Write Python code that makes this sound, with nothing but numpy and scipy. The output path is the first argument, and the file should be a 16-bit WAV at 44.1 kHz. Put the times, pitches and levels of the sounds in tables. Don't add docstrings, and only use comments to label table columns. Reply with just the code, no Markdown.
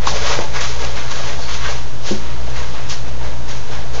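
import sys
import numpy as np
from scipy import signal
from scipy.fft import rfft, irfft
from scipy.io import wavfile

SR = 44100
rng = np.random.default_rng(int(sys.argv[2]) if len(sys.argv) > 2 else 0)


def inscribe(sig):
    pcm = np.round(np.clip(np.atleast_2d(sig).T, -1, 1) * 32767)
    wavfile.write(sys.argv[1], SR, pcm.astype(np.int16))


N = 176400
T, HZ = np.arange(N) / SR, np.fft.rfftfreq(N, 1 / SR)


def amp(db):
    return 10 ** (np.asarray(db) / 20)


def unit(x):
    return x / np.sqrt(np.mean(x ** 2) + 1e-20)


def spectrum_db(points):
    hz, db = np.transpose(points)
    return np.interp(np.log(HZ + 1), np.log(hz), db)


def colour(x, db):
    cepstrum = irfft(np.log(amp(db)), N)
    cepstrum[1:N // 2] *= 2
    cepstrum[N // 2 + 1:] = 0
    return unit(irfft(rfft(x) * np.exp(rfft(cepstrum)), N))


def drift(rate_hz):
    return unit(irfft(rfft(rng.standard_normal(N)) * np.exp(-(HZ / rate_hz) ** 2), N))


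def add(mix, start_s, sound):
    part = mix[round(start_s * SR):][:len(sound)]
    part += sound[:len(part)]


# peak t/s, rise/s, fall/s, then relative level/dB of rub, crunch, hiss
STROKES = [(0.049, 0.029, 0.04, -31.5, -31, -36.5), (0.0695, 0.00071, 0.018, -32.5, -22.5, -21),
           (.085, 0.017, .075, -25, -27, -22.5), (0.171, 0.025, 0.05, -26.5, -28, -28),
           (0.269, 0.034, 0.2, -26, -31, -29.5), (.329, .085, .06, -33.5, -23.5, -23),
           (0.415, .01, 0.035, -27.5, -31, -32), (0.566, .021, 0.052, -30.5, -25.5, -28.5),
           (0.613, 0.0057, .125, -29.5, -26.5, -23.5), (0.821, .02, 0.19, -30, -30, -31),
           (0.993, 0.031, 0.05, -35.5, -29, -32.5), (1.117, 0.008, .013, -32, -28, -28.5),
           (1.19, .1, .1, -35.5, -30.5, -31), (1.294, 0.047, 0.09, -29.5, -30, -31),
           (1.441, .04, 0.11, -35, -37, -33.5), (1.5, 0.017, 0.045, -47, -27.5, -30.5),
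           (1.55, 0.026, 0.03, -31, -29, -26.5), (1.666, 0.048, .023, -39, -25.5, -30.5),
           (1.697, 0.019, 0.1, -32, -29.5, -28.5), (2.092, 0.035, .083, -31.5, -32.5, -27),
           (2.314, 0.088, 0.11, -42, -37.5, -43), (2.508, 0.076, 0.06, -37, -39, -42),
           (2.592, 0.041, 0.17, -35.5, -32.5, -34), (2.757, 0.014, 0.25, -36.5, -37, -43),
           (2.908, 0.012, 0.046, -40.5, -30, -24.5), (3.085, 0.022, 0.032, -33, -36, -41),
           (3.26, 0.042, .09, -34, -35, -40), (3.505, .022, .105, -35, -33.5, -33),
           (3.748, 0.049, .096, -35, -34, -37), (3.957, 0.018, 0.15, -29, -33.5, -33)]
# f/Hz, relative level/dB
RUB_SPECTRUM = [(100, -3.5), (280, -14.5), (380, -10.5), (440, -4), (700, -1.5), (900, -4.5), (1200, -23),
                (2500, -48.5)]
CRUNCH_SPECTRUM = [(300, -13.5), (750, -10), (950, -3.5), (1150, -2), (1500, -3), (2200, -3.5),
                   (2800, -3.5), (4000, -8.5), (8000, -46.5)]
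HISS_SPECTRUM = [(800, -24.5), (2200, -11.5), (2900, -0.5), (3500, -2), (4500, -1.5), (5400, -1.5),
                 (6400, -1.5), (7000, -7), (7500, -17.5)]
def litter():
    peak_s, rise_s, fall_s, *levels_db = np.transpose(STROKES)
    rub_env, crunch_env, hiss_env = (stroke_envelope(peak_s, rise_s, fall_s, db) for db in levels_db)
    rub = granules(rub_env, RUB_SPECTRUM, density=.3, slip_db=2.0)
    crunch = granules(crunch_env, CRUNCH_SPECTRUM, density=.9, slip_db=.54)
    hiss = granules(hiss_env, HISS_SPECTRUM, density=1.4, slip_db=.73)
    return amp(-.3) * rub + amp(.22) * crunch + amp(-1.34) * hiss


def stroke_envelope(peak_s, rise_s, fall_s, levels_db):
    power = np.zeros(N)
    for peak, rise, fall, db in zip(peak_s, rise_s, fall_s, levels_db):
        age_s = T - peak
        power += amp(db) ** 2 * np.exp(-np.where(age_s < 0, (age_s / rise) ** 2, 2 * age_s / fall))
    return np.sqrt(power)


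# f/Hz, width/Hz, boost/dB
TUB_RESONANCES = [(431, 36, 5.5), (490, 69, -0.5), (567, 140, 4), (766, 180, -4.5), (856, 72, 7.5),
                  (1113, 120, 5.5), (1380, 150, 1.5), (1633, 53, 6.5), (2060, 270, 2), (2845, 290, -4),
                  (3400, 60, 0)]
def granules(envelope, spectrum, density, slip_db, base_per_s=9000, full_stroke_db=-27.5, spread_db=3):
    rate_per_s = base_per_s * density * (.3 + envelope / amp(full_stroke_db))
    chance = np.clip(rate_per_s / SR, 1e-4, 1)
    size = amp(spread_db * np.minimum(rng.exponential(1, N), 4)) * rng.choice([-1, 1], N)
    clicks = size * (rng.random(N) < chance) / np.sqrt(chance)
    clicks *= amp(slip_db * slips())
    tub_db = sum(db / (1 + (2 * (HZ - hz) / width_hz) ** 2) for hz, width_hz, db in TUB_RESONANCES)
    return envelope * colour(clicks, spectrum_db(spectrum) + tub_db)


def slips(rate_per_s=100, decay_s=.0096):
    starts = rng.exponential(1, N) * (rng.random(N) < rate_per_s / SR)
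    flow = signal.lfilter([1], [1, -np.exp(-1 / (decay_s * SR))], starts)
    return np.minimum(unit(flow - flow.mean()), 4)


# t/s, level/dB, centre f/Hz, ring factor
KNOCKS = [(0.0728, -4, 1020, 0.63), (0.08, -25, 1200, 0.75), (0.3894, -10.5, 490, 0.85),
          (.3896, -13, 1650, .35), (.392, -23, 170, 0.76), (.399, -21, 1100, 0.4), (.559, -14, 1690, 0.43),
          (.840, -19, 550, 1), (.851, -22, 900, 0.5), (1.116, -26.5, 1100, .5), (1.207, -23, 576, 0.79),
          (2.110, -13.5, 410, 1.54), (2.1155, -11.5, 300, 1.27), (2.121, -25, 360, 1.7),
          (2.126, -24, 220, 0.77), (2.14, -22, 378, 1.7), (3.695, -29, 140, .4)]
# f/Hz, relative level/dB, t60/s at ring factor 1
TUB_MODES = [(211, 8, 0.13), (351, 3, 0.2), (379.2, -2, 0.27), (436, -18, 0.1), (518, 5.5, 0.06),
             (578, -8, .11), (1075, 3, 0.1), (1130, -8.5, 0.04), (1450, -0.5, .05)]
def knocks(width_oct=.76, thud_db=-4):
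    out, t = np.zeros(N), T[:SR // 2]
    hz, db, t60_s = np.transpose(TUB_MODES)[:, :, None]
    for start_s, level_db, centre_hz, ring in KNOCKS:
        weight = amp(db) * np.exp(-.5 * (np.log2(hz / centre_hz) / width_oct) ** 2)
        decay = np.exp(-np.log(1000) * t / (t60_s * ring))
        modes = (weight * np.sin(2 * np.pi * hz * t) * decay).sum(0) / weight.sum()
        cycles = t * centre_hz
        thud = np.sin(2 * np.pi * cycles) * cycles * np.exp(.5 - .5 * cycles ** 2)
        add(out, start_s, amp(level_db) * (np.sqrt(ring) * modes + amp(thud_db) * thud))
    return out


# t/s, level/dB, centre f/Hz
CRACKS = [(0.0685, -16, 4170), (0.609, -30, 5000), (.6125, -21.5, 5500), (.849, -19, 3500),
          (1.116, -24, 4060), (1.4903, -29, 2210), (2.897, -24, 5000)]
def cracks(decay_s=.0018, half_width_oct=.73, snaps_per_s=5600):
    out, t = np.zeros(N), T[:SR // 20]
    for start_s, level_db, centre_hz in CRACKS:
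        clicks = rng.standard_normal(N) * (rng.random(N) < snaps_per_s / SR)
        band_db = -20 * np.log10(1 + (np.log2((HZ + 1) / centre_hz) / half_width_oct) ** 2)
        snaps = colour(clicks, band_db)[:len(t)]
        add(out, start_s, amp(level_db) * np.exp(-t / decay_s) * snaps)
    return out


# peak t/s, sigma/s, f/Hz, level/dB
SQUEAKS = [(0.578, 0.034, 2070, -28.5), (1.438, 0.03, 4440, -35.5), (1.66, 0.01, 1585, -27)]
def squeaks(width_hz=380):
    out = np.zeros(N)
    for peak_s, sigma_s, hz, db in SQUEAKS:
        envelope = amp(db) * np.exp(-.5 * ((T - peak_s) / sigma_s) ** 2)
        band_db = -20 * np.log10(1 + (2 * (HZ - hz) / width_hz) ** 2)
        out += envelope * colour(rng.standard_normal(N), band_db)
    return out


def room(x, t60_s=.24, tail_db=-8):
    t = T[:SR // 2]
    reflections = rng.standard_normal(len(t)) * (rng.random(len(t)) < .05) * (t > .003)
    tail = reflections * np.exp(-np.log(1000) * t / t60_s)
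    return x + amp(tail_db) * signal.fftconvolve(x, tail / np.linalg.norm(tail))[:N]


# f/Hz, rms level/dB, waver depth (0-1)
HUM_TONES = [(23.7, -43, .1), (56.0, -37, .12), (57.23, -32.5, .12), (71.0, -43.5, 0.25), (114.4, -43, .1),
             (120.0, -35, 0.12), (130.3, -42.5, 0.4), (171.7, -48, .8), (940, -47, 0.8)]
def appliance_hum():
    out = np.zeros(N)
    for hz, db, waver in HUM_TONES:
        phase = 2 * np.pi * hz * T
        in_phase = (1 + waver * drift(rate_hz=12)) * np.sin(phase)
        quadrature = waver * drift(rate_hz=4.1) * np.cos(phase)
        out += amp(db) * unit(in_phase + quadrature)
    return out


# f/Hz, relative level/dB
ROOM_SPECTRUM = [(20, 7), (40, 10.5), (90, 3.5), (150, -2.5), (220, -1.5), (450, -2.5), (650, -2),
                 (780, -6.5), (900, -5), (1200, -8), (1650, -10), (2200, -14.5), (3300, -13), (5000, -15.5),
                 (6500, -15), (7500, -28)]
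def room_noise(rms_db=-32.5):
    return amp(rms_db) * colour(rng.standard_normal(N), spectrum_db(ROOM_SPECTRUM))


def scene():
    dog = litter() + knocks() + squeaks() + cracks()
    return (room(dog) + appliance_hum() + room_noise())[None]


def record(dry):
    offset_fs, limit_fs, cutoff_hz = -.45, .95, 7550
    clipped = np.clip(dry + offset_fs, -limit_fs, limit_fs) - offset_fs
    lowpass = signal.firwin(401, cutoff_hz, window=("kaiser", 9), fs=SR)
    return signal.oaconvolve(clipped, lowpass[None], "same") + offset_fs


dry = scene()
out = record(dry)
inscribe(out)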